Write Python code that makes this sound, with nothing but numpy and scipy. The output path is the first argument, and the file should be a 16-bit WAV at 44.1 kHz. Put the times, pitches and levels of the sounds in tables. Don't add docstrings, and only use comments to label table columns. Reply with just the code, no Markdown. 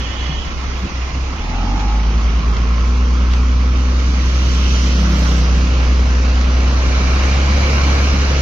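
import sys
import numpy as np
from scipy import signal
from scipy.io import wavfile
from scipy.ndimage import uniform_filter1d, map_coordinates

SR = 44100
rng = np.random.default_rng(int(sys.argv[2]) if len(sys.argv) > 2 else 0)


def volts_from_decibels(level):
    exponent = np.asarray(level, float) / 20
    return 10 ** exponent


def master(y):
    cut = np.clip(np.atleast_2d(y).T, -1, 1)
    pcm = np.round(cut * 32767)
    wavfile.write(sys.argv[1], SR, pcm.astype(np.int16))


N = 370881
FRAME = 1024
HZ = np.fft.rfftfreq(FRAME, 1 / SR)[:, None]

# time in seconds, firing rate in Hz.
SPEED = [(0.0, 29.8), (0.35, 32.0), (0.51, 32.6), (1.03, 31.1), (1.29, 32.4), (1.54, 42.2), (1.75, 48.4),
         (1.95, 53), (2.2, 56.1), (2.55, 57), (2.97, 60.7), (4.4, 63.4), (5.33, 61.8), (5.8, 62.5),
         (6.3, 62.3), (6.9, 63.7), (7.58, 69.2), (8.41, 68.3)]
# time in seconds, firing tone in dB.
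FIRING = [(0, -22.5), (.35, -20.5), (.5, -25), (.8, -21.5), (1.05, -22), (1.22, -19.5), (1.47, -21.5),
          (1.71, -15.5), (1.96, -13), (2.76, -13.5), (3.28, -12), (4.19, -13), (6.47, -12), (6.98, -14.5),
          (7.24, -12.5), (8.41, -14)]
# time in seconds, loss in dB, half length in seconds.
STUMBLES = [
    (.89, 11, 0.034),
    (1.12, 3, 0.037),
    (1.36, 8.5, 0.059),
    (1.83, 2.5, 0.042),
    (2.42, 9, 0.014),
    (2.58, 3.5, 0.034),
]
# frequency in Hz, level in dB.
MUFFLER = [(10, -56), (30, -41.5), (55, -39.5), (75, -41.5), (110, -70), (180, -44), (260, -48),
           (400, -56.5), (700, -69.5)]
# multiple of the firing rate, level in dB.
HARMONICS = [(3, 0.4), (4, -1.66), (5, -13), (6, -14), (7, -20), (8, -12)]
# frequency in Hz, level in dB.
PIPE = [(90, -19), (150, -27), (178, -19.5), (190, -25.5), (208, -21), (245, -18), (260, -21.5), (268, -23),
        (278, -22), (330, -23)]
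# firing rate in Hz, lead in dB.
LEAD = [(30, -26), (33, -5), (40, 9), (47, 11.5), (54, 23.5), (62, 23), (65, 19), (69, 16)]
# firing rate in Hz, turn in radians.
MUFFLER_TURN = [(40, -4.5), (48, -4.1), (57, -2.1), (62, -.65), (65, -.2), (69, .8)]
# firing rate in Hz, level in dB.
ROCKING = [(45, -50), (57, -44), (63, -40), (66, -41), (69, -34)]
# frequency in Hz, level in dB per Hz.
INTAKE = [(400, -120), (620, -14), (740, -6), (830, 4), (900, 1), (960, -14), (1100, -27), (1310, -1),
          (1500, -120)]
RUN_UP_S, RUN_UP_HALF_S = 1.736, 0.32
INTAKE_DB, RASP_DB = -39, 15
PULSE_LEAN = -1.0
PIPE_RIGHT_DB, PIPE_CENTRES_S, PIPE_STAYS_DB = 0.5, 3, 0.08

# time in seconds, fan and valve hiss in dB, left lag in ms.
APPROACH = [(0, -35, -0.31), (.6, -36.5, -.3), (1.2, -36.5, -.36), (2, -36.5, -.04), (3.6, -37.5, .02),
            (4.3, -34.5, 0.1), (4.8, -32.5, 0.045), (5.6, -32.5, .02), (6.5, -32, .02), (6.85, -29, .07),
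            (7.15, -27, .06), (7.4, -27.5, 0.036), (7.75, -25.5, .06), (8, -26, 0.071), (8.41, -26.5, .06)]
# frequency in Hz, level in dB per Hz.
RUMBLE_IDLE = [(15, -34), (30, -14), (60, -3.5), (100, -10), (150, -9.5), (250, -8.5), (320, -10.5),
               (450, -24), (600, -39), (900, -85)]
# frequency in Hz, level in dB per Hz.
RUMBLE = [(15, -37), (30, -7), (60, -2), (100, -6), (150, -5), (250, -11.5), (320, -11.5), (450, -19),
          (600, -45), (900, -88)]
# frequency in Hz, level in dB per Hz.
BLOCK = [(240, -7), (400, -4), (512, 0.5), (623, -1), (836, -1), (958, -3), (1060, 0.5), (1210, -3.5),
         (1310, -1.5), (1900, -13), (2470, -33.5), (4180, -120)]
# frequency in Hz, level in dB per Hz.
HISS_FAR = [(940, -43), (1600, -3), (2130, 1), (2500, 0), (3070, -4), (3770, -6.5), (5110, -6.5),
            (5930, -7), (6530, -11.5), (7060, -15), (7290, -39), (7480, -42.5), (9720, -64), (16500, -120)]
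# frequency in Hz, level in dB per Hz.
HISS_NEAR = [(940, -33), (1600, -1.5), (1930, -3.5), (2300, -2.5), (2530, -4), (2880, -3), (3400, -11.5),
             (4030, -6.5), (5380, -8.5), (5890, -7), (6830, -14), (7480, -13), (9720, -61), (16500, -120)]
# frequency in Hz, level in dB per Hz.
TOP = [(7000, -59.5), (7500, 4), (7900, -14), (8400, -9), (8900, -11.5), (9800, -9), (11500, -12.5),
       (13000, -14), (14500, -16.5), (15300, -16.5), (15600, -71)]
# frequency in Hz, left minus right in dB.
TILT_FAR = [(60, -6), (93, 2.5), (140, -3.5), (220, -1), (340, 0.5), (520, -2), (810, 2), (1240, -3.5),
            (1920, -4.5), (2960, -9), (4560, -2), (7030, -7.5)]
# frequency in Hz, left minus right in dB.
TILT_NEAR = [(60, -4), (87, 2.5), (120, 4.5), (180, -4.5), (260, 0), (370, -2), (540, -1.5), (780, 1),
             (1130, -0.5), (1620, 2.5), (2340, -4), (3380, -7.5), (4870, -2), (7030, -5)]
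# frequency in Hz, likeness from 0 to 1.
ALIKE = [(30, .97), (60, .998), (130, 0.93), (230, .97), (460, 0.8), (700, .66), (900, 0.5), (1300, .45),
         (1650, 0.46), (2300, 0.4), (3500, 0.35), (7000, 0.22)]
# frequency in Hz, radians left leads.
TWIST = [(300, 0), (550, -1), (900, -1), (1250, -0.9), (1650, -3), (2000, -2.5)]
# frequency in Hz, level in dB per Hz.
STRAIN = [(150, -48), (205, -9), (240, -3), (300, -7), (400, -36), (720, -25.5), (790, -12), (860, -12),
          (930, -32), (1220, -36), (1300, -14.5), (1380, -38.5), (1800, -76)]
# time in seconds, strain in dB, half length in seconds.
SURGES = [
    (1.7, -35, 0.34),
    (3.805, -49, 0.18),
    (7.7, -38, 0.56),
]
# frequency in Hz, level in dB per Hz.
RATTLE = [(600, -120), (950, -6.5), (1080, 9), (1200, -2.5), (1320, 7), (1450, -21), (2000, -120)]
# frequency in Hz, level in dB per Hz.
FAN_RING = [(1500, -120), (2150, -6.5), (2330, 0), (2480, -12), (3500, -120)]
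# time in seconds, level in dB, half length in seconds.
FAN_RINGS = [
    (7.1, -36, .3),
    (7.75, -33, .4),
]
RATTLE_S, RATTLE_DB, RATTLE_HALF_S = 3.1, -38.5, 1.4
STRAIN_REST_DB = -50
FAR_DB, NEAR_DB = -36.5, -28
BLOCK_DB, BLOCK_REVS_DB, BLOCK_GROWS = -34.5, 2, 0.6
RUMBLE_DB, RUMBLE_REVS_DB, RUMBLE_GROWS = -32.5, 3, .45
TOP_DB, TOP_GROWS = -69, 1.44
DIP_HZ, DIP_CLIMB_HZ_PER_S, DIP_TOP_HZ = 440, 80, 820
DIP_DB, DEEPEST_DB, DEEPEST_S, DEEP_FOR_S = 3.5, 3.5, 4.03, 0.86

# time in seconds, level in dB.
HORN = [
    (0, -41.5),
    (.12, -40.5),
    (.2, -38.5),
    (.3, -37),
    (.42, -40.5),
    (.5, -47),
    (.65, -96),
]
# frequency in Hz, level in dB.
HORN_LINES = [(1814, -44.5), (2562, -52), (2929, -40), (3025, -46), (3295, -45), (3334, -45.5),
              (4393, -55.5)]
# frequency in Hz, level in dB per Hz.
BLARE = [(1500, -59), (1800, -5.5), (2200, -15.5), (2800, -11), (3000, -1), (3350, -3), (3550, -11.5),
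         (4500, -41.5), (5500, -70)]

# frequency in Hz, level in dB per Hz.
BUFFET = [(12, -11.5), (25, -6), (40, -0.5), (60, -11), (150, -14.5), (300, -29), (600, -79)]

# time in seconds, peak in dB, pitch in Hz, time to fall by 60 dB in seconds.
THUMPS = [
    (0.294, -21.5, 152, 0.17),
    (0.824, -26.5, 148, 0.1),
    (0.836, -28, 255, 0.05),
    (0.846, -31, 190, 0.06),
    (1.149, -29.5, 143, 0.1),
    (1.158, -33, 240, .05),
    (2.44, -34, 110, 0.12),
]
# time in seconds, level in dB, left minus right in dB, length in seconds.
PUFFS = [
    (1.792, -37.5, -9, 0.034),
    (2.572, -44, -6, 0.031),
    (3.294, -36.5, -1, 0.082),
    (3.986, -39, -13, 0.012),
    (4.825, -37, 2, 0.044),
    (6.413, -43.5, -10, 0.045),
]
PUFF_TOP_DB, JOLT_DB = -25.5, -3

# time in seconds, level in dB, half length in seconds.
SQUEAKS = [
    (.46, -72, .05),
    (.8, -66, .05),
]
# frequency in Hz, level in dB per Hz.
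SQUEAK = [(12000, -60), (12600, -4), (12950, 0), (13300, -6), (13900, -62)]

# time in seconds, firing rate in Hz, level in dB.
LORRY = [
    (1.2, 66.8, -60),
    (1.45, 68.7, -40),
    (1.9, 67.8, -43),
    (2.2, 67.5, -25),
    (2.5, 64.1, -28),
    (2.75, 67.6, -38),
    (3.1, 67, -60),
]

# time in seconds, level in dB.
TICKS = [
    (1.7938, -30),
    (2.5656, -29),
    (3.3328, -26),
    (3.9978, -30),
    (6.41, -29),
    (7.8111, -25),
]
# frequency in Hz, level in dB per Hz.
TICK = [(500, -40), (1000, 0), (1400, 0), (2500, -4), (4500, -6), (6800, -12), (7300, -60)]
TICK_HALF_S = .004

# time in seconds, engine cycle in Hz, exhaust in dB, tyre and chain hiss in dB,
# left lag in ms.
BIKE = [
    (3.4, 33.77, -64, -47.5, -.42),
    (4.3, 33.59, -36.5, -36.5, -0.46),
    (4.75, 33.46, -32, -31, -0.433),
    (5.09, 33.6, -24.5, -35, -.1),
    (5.28, 32.0, -26.5, -32.5, 0.3),
    (5.5, 31.74, -30.5, -38, .4),
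    (5.68, 31.6, -33, -44, .4),
    (5.9, 31.38, -39, -44, .42),
    (6.5, 31.4, -51, -71, 0.68),
]
# multiple of the engine cycle, level in dB.
BIKE_ORDERS = [(3, -10), (4, -11), (5, 1.5), (6, 0), (9, -11), (10, -12), (13, -22), (15, -23), (18, -18)]
# frequency in Hz, level in dB per Hz.
TYRES = [(500, -30), (900, -8.5), (1500, -16.5), (2900, -0.5), (3600, -3), (6000, 0), (7000, -10),
         (7600, -53.5)]
# frequency in Hz, level in dB per Hz.
CRUNCH = [(150, -120), (300, -14), (450, 0), (900, 3), (1500, 7), (2100, -6), (4000, -28), (7400, -120)]
# frequency in Hz, level in dB per Hz.
CHAIN = [(1800, -57), (2400, -6), (2700, 1), (3100, 3), (3400, -10), (4200, -59)]
CHAIN_S, CHAIN_DB, CHAIN_HALF_S = 4.72, -37, 0.33
CRUNCH_S, CRUNCH_DB, CRUNCH_HALF_S = 5.23, -30.5, 0.17
CRUNCH_TOP_DB, BIKE_TOP_DB = -28, -22.5

# frequency in Hz, level in dB.
EDGE = [(6900, 0), (7150, -10), (7400, -45), (22000, -60)]
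# frequency in Hz, share lost from 0 to 1.
DROPS_LEFT = [(1300, 0), (1700, .03), (2400, .01), (3200, .04), (6200, .05), (6600, .3), (7000, .4),
              (7300, .62), (7500, .45), (7900, .65), (8100, .72), (8500, .45), (9200, .3), (15000, .35)]
# frequency in Hz, share lost from 0 to 1.
DROPS_RIGHT = [(1300, 0), (1700, .02), (3200, .02), (6300, .01), (6700, .08), (7000, .25), (7300, .55),
               (7500, .4), (8000, .65), (8500, .4), (9200, .25), (15000, .3)]
# frequency in Hz, extra rounds of dropping.
STARVED = [(7100, 0), (7350, 2.2), (8300, 2.2), (8700, .3), (15000, .3)]
EDGE_WANDER = .018
CEILING = .9


def unit(x):
    return x / np.sqrt(np.mean(x ** 2) + 1e-20)


def along(points, hz):
    f, v = np.transpose(points)
    return np.interp(np.log(hz + 1), np.log(f + 1), v)


def curves(rows, step=1):
    s, *cols = np.transpose(rows)
    now = np.arange(0, N + (step > 1) * FRAME, step) / SR
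    return [np.interp(now, s, c) for c in cols]


def wobble(rate):
    knots = rng.standard_normal(int(N * rate / SR) + 4)
    return map_coordinates(knots, [np.arange(N) * rate / SR])


def bumps(rows):
    now = np.arange(N) / SR
    return sum(size * np.exp(-((now - s) / half) ** 2) for s, size, half in rows)


def swells(rows):
    return bumps([(s, volts_from_decibels(db), half) for s, db, half in rows])


def orders(cycle_hz, table, unsteady_db, blur, scatter=7, turn=0):
    phase = 2 * np.pi * np.cumsum(cycle_hz) / SR
    total = 0
    for k, db in table:
        level = np.sqrt(2) * volts_from_decibels(db + unsteady_db * wobble(7))
        offset = (k - 1) * PULSE_LEAN + turn + blur * wobble(5) + scatter * rng.random()
        total = total + level * np.sin(k * phase + offset)
    return total


def rush(colour_db, tilt_db, lag_ms, patchy_db, alike=1):
    frames = N // (FRAME // 2) + 3
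    noise = rng.standard_normal((2, (frames - 1) * FRAME // 2))
    a, b = signal.stft(noise, nperseg=FRAME)[2]
    field = uniform_filter1d(rng.standard_normal(a.shape), size=9, axis=0)
    field = uniform_filter1d(field, size=4, axis=1)
    turn = np.arccos(np.clip(along(ALIKE, HZ) ** alike, 0, 1)) / 2
    high = np.clip((HZ - 1900) / 500, 0, 1)
    shift = np.exp(.5j * (1 - high) * along(TWIST, HZ) - 1j * np.pi * high * HZ * lag_ms / 1000)
    mid, side = np.cos(turn) * a, np.sin(turn) * b
    gain = volts_from_decibels(colour_db + patchy_db * unit(field))
    left = (mid + side) * shift * gain * volts_from_decibels(tilt_db / 2)
    right = (mid - side) / shift * gain / volts_from_decibels(tilt_db / 2)
    pair = signal.istft(np.array([left, right]), nperseg=FRAME)[1][:, :N]
    return pair / np.sqrt(np.mean(pair.mean(0) ** 2))


def edge():
    drift = np.interp(np.arange(0, N + FRAME, FRAME // 2), np.arange(N), wobble(18))
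    return along(EDGE, HZ * (1 + EDGE_WANDER * drift))


def exhaust():
    hz, = curves(SPEED)
    effort_db, = curves(FIRING)
    tone_db, lead_db = effort_db - bumps(STUMBLES), along(LEAD, hz)
    first = [(1, tone_db + np.minimum(lead_db, 0))]
    second = [(2, tone_db - np.maximum(lead_db, 0))]
    rasp_db = RASP_DB * bumps([(RUN_UP_S - .1, 1, RUN_UP_HALF_S)])
    upper = []
    for k, db in HARMONICS:
        rasp = (4 < k < 8) * np.clip((340 - k * hz) / 40, 0, 1) * rasp_db
        upper.append((k, effort_db + db + along(PIPE, k * hz) + rasp))
    turn = along(MUFFLER_TURN, hz)
    pulse = orders(hz, first, unsteady_db=0.5, blur=.05, scatter=0)
    pulse = pulse + orders(hz, second + upper[:2], unsteady_db=1.1, blur=.15, scatter=0, turn=turn)
    pulse = pulse + orders(hz, upper[2:], unsteady_db=1.5, blur=.25)
    howl = [(k, INTAKE_DB + 1 + along(INTAKE, k * hz)) for k in range(12, 30)]
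    run_up = bumps([(RUN_UP_S, 1, RUN_UP_HALF_S)])
    pulse = pulse + run_up * orders(hz, howl, unsteady_db=2.5, blur=.4)
    pulse = pulse + orders(hz, [(1.5, along(ROCKING, hz))], unsteady_db=1.5, blur=.3)
    uneven = [(k / 6, along(MUFFLER, hz * k / 6)) for k in range(1, 30) if k % 6]
    pulse = pulse + volts_from_decibels(1.2 * wobble(4)) * orders(hz, uneven, unsteady_db=2.0, blur=0.5)
    right_db = PIPE_STAYS_DB + PIPE_RIGHT_DB * np.exp(-np.arange(N) / SR / PIPE_CENTRES_S)
    return pulse * volts_from_decibels([-right_db / 2, right_db / 2])


def roar():
    frame_db, lag_ms = curves(APPROACH, step=FRAME // 2)
    near = np.clip((frame_db - FAR_DB) / (NEAR_DB - FAR_DB), 0, 1)
    revs = np.clip(curves(SPEED, step=FRAME // 2)[0] / 30 - 1, 0, 1)
    tilt_db = (1 - near) * along(TILT_FAR, HZ) + near * along(TILT_NEAR, HZ)
    s = np.arange(len(near)) * FRAME / 2 / SR
    dip_hz = np.clip(DIP_HZ + DIP_CLIMB_HZ_PER_S * s, 600, DIP_TOP_HZ)
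    dip_db = DIP_DB + DEEPEST_DB * np.exp(-((s - DEEPEST_S) / DEEP_FOR_S) ** 2)
    dip = -dip_db * np.exp(-(np.log(HZ / dip_hz + 1e-9) / 0.31) ** 2)
    hiss_colour = (1 - near) * along(HISS_FAR, HZ) + near * along(HISS_NEAR, HZ) + edge()
    low_colour = (1 - revs) * along(RUMBLE_IDLE, HZ) + revs * along(RUMBLE, HZ)

    def part(colour_db, patchy_db, alike=1):
        return rush(colour_db, tilt_db, lag_ms, patchy_db, alike)

    hz, hiss_db = curves(SPEED)[0], curves(APPROACH)[0]
    fast, gain_db = np.clip(hz / 30 - 1, 0, 1), hiss_db - FAR_DB
    beat = 2 * np.pi * np.cumsum(hz) / SR
    gate = volts_from_decibels(.6 * np.sin(beat) + .45 * np.sin(beat / 2) + .12 * wobble(14))
    low_db = RUMBLE_DB + RUMBLE_REVS_DB * fast + RUMBLE_GROWS * gain_db + .6 * wobble(4)
    low = volts_from_decibels(low_db) * part(low_colour, patchy_db=0.5)
    block_db = BLOCK_DB + BLOCK_REVS_DB * fast + BLOCK_GROWS * gain_db + .2 * wobble(3)
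    block = volts_from_decibels(block_db) * part(along(BLOCK, HZ) + dip, patchy_db=1.0, alike=1.15 - 0.18 * near)
    hiss = volts_from_decibels(hiss_db + .25 * wobble(6)) * part(hiss_colour, patchy_db=1.3)
    top_db = TOP_DB + TOP_GROWS * gain_db + 0.73 * wobble(9.3)
    top = volts_from_decibels(top_db) * part(along(TOP, HZ), patchy_db=2.0)
    push = volts_from_decibels(STRAIN_REST_DB) + swells(SURGES)
    strain = push * part(along(STRAIN, HZ), patchy_db=0.5)
    intake = swells([(RUN_UP_S, INTAKE_DB, RUN_UP_HALF_S)]) * part(along(INTAKE, HZ), patchy_db=2.5)
    rattle = swells([(RATTLE_S, RATTLE_DB, RATTLE_HALF_S)]) * part(along(RATTLE, HZ), patchy_db=1.0)
    ring = swells(FAN_RINGS) * part(along(FAN_RING, HZ), patchy_db=1.0)
    return low + top + gate * (block + hiss + ring) + gate ** 3 * (strain + intake + rattle)


def horn():
    level_db, = curves(HORN)
    flutter_db = np.array([[-5], [3]]) + 2 * wobble(45)
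    lines = orders(np.ones(N), HORN_LINES, unsteady_db=1.2, blur=0.5) * volts_from_decibels(flutter_db)
    scatter = rush(along(BLARE, HZ), -13.0, -0.46, patchy_db=2.5, alike=0.37)
    return volts_from_decibels(level_db + 39.0) * (lines + volts_from_decibels(-38.5) * scatter)


def buffet():
    return volts_from_decibels(-40.5 + 3.5 * wobble(2)) * rush(along(BUFFET, HZ), 0, 0, patchy_db=3.0, alike=300)


def knocks():
    thumps, t = np.zeros((2, N + SR)), np.arange(SR // 4) / SR
    for s, db, hz, t60 in THUMPS:
        fade = volts_from_decibels(db - 60 * t / np.clip(t60, .05, .25))
        ring = fade * (1 - np.exp(-t / 0.00093)) * np.sin(2 * np.pi * hz * t)
        thumps[:, round(s * SR):][:, :len(t)] += 2.1 * ring
    jolt_rows = [(s + .015, db + JOLT_DB, .025) for s, db, _, _ in THUMPS[1:]]
    jolts = swells(jolt_rows) * rush(along(RUMBLE, HZ), 0, 0, patchy_db=1)
    swell = np.zeros((2, N))
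    for s, db, pan_db, length in PUFFS:
        sides = volts_from_decibels(db + np.array([[pan_db / 2], [-pan_db / 2]]))
        swell += sides * bumps([(s + length / 2, 1, length / 2)])
    grit = rush(along(HISS_FAR, HZ) + along(EDGE, HZ), 0, 0, patchy_db=3)
    grit = grit + volts_from_decibels(PUFF_TOP_DB) * rush(along(TOP, HZ), 0, 0, patchy_db=0.5)
    return thumps[:, :N] + jolts + swell * grit


def squeaks():
    return swells(SQUEAKS) * rush(along(SQUEAK, HZ), 0, 0, patchy_db=1)


def lorry():
    hz, level_db = curves(LORRY)
    return orders(hz, [(1, level_db)], unsteady_db=1, blur=.2)


def ticks():
    rows = [(s + TICK_HALF_S, db, TICK_HALF_S) for s, db in TICKS]
    return swells(rows) * rush(along(TICK, HZ), -4, 0, patchy_db=1)


def motorbike():
    hz, exhaust_db, hiss_db, _ = curves(BIKE)
    lag_ms = curves(BIKE, step=FRAME // 2)[3]
    tilt_db = along(TILT_FAR, HZ)
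    top = rush(along(TOP, HZ), tilt_db, lag_ms, patchy_db=4.0)
    tyres = rush(along(TYRES, HZ) + edge(), tilt_db, lag_ms, patchy_db=1.2, alike=.5)
    tyres = tyres + volts_from_decibels(BIKE_TOP_DB) * top
    bark = volts_from_decibels(2.6 * wobble(40)) * rush(along(CRUNCH, HZ), tilt_db, lag_ms, patchy_db=-3.0)
    bark = (bark + volts_from_decibels(CRUNCH_TOP_DB) * top) * swells([(CRUNCH_S, CRUNCH_DB, CRUNCH_HALF_S)])
    notes = orders(hz, BIKE_ORDERS, unsteady_db=1.2, blur=0.1)
    chain = rush(along(CHAIN, HZ), tilt_db, lag_ms, patchy_db=3.0)
    chain = chain * swells([(CHAIN_S, CHAIN_DB, CHAIN_HALF_S)])
    return volts_from_decibels(exhaust_db) * notes + bark + chain + volts_from_decibels(hiss_db) * tyres


def scene():
    grader = exhaust() + roar()
    road = horn() + knocks() + squeaks() + lorry() + motorbike()
    return grader + road + buffet() + ticks()


def dropouts(x):
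    size, lead = 2 * FRAME, 3 * FRAME - 435
    window = np.sin(np.pi * (np.arange(size) + .5) / size)
    x = np.pad(x, ((0, 0), (lead, lead)), mode="reflect", reflect_type="odd")
    hz, s, z = signal.stft(x, SR, window=window, nperseg=size)
    share = np.array([along(DROPS_LEFT, hz), along(DROPS_RIGHT, hz)])[:, :, None]
    hiss_db = np.interp(s - lead / SR, *np.transpose(APPROACH)[:2])
    far = np.clip((NEAR_DB - 4 - hiss_db) / (NEAR_DB - 4 - FAR_DB), 0, 1)
    share = 1 - (1 - share) ** (1 + along(STARVED, hz)[:, None] * far)
    draws = rng.random((4, len(hz) // 8 + 1, z.shape[2] // 2 + 1))
    draws = draws.repeat(8, axis=1).repeat(2, axis=2)
    both, left, right, pick = draws[:, :len(hz), :z.shape[2]]
    luck = np.where(pick < .75, both, [left, right])
    kept = (luck > share) / (1 - share) ** .3
    return signal.istft(z * kept, SR, window=window, nperseg=size)[1][:, lead:lead + N]


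def top_cut(x):
    return signal.sosfilt(signal.butter(12, 15480, fs=SR, output="sos"), x)


def record(dry):
    soft = dry / (1 + (dry / CEILING) ** 4) ** .25
    mix = dropouts(soft)
    return top_cut(mix)


dry = scene()
out = record(dry)
master(out)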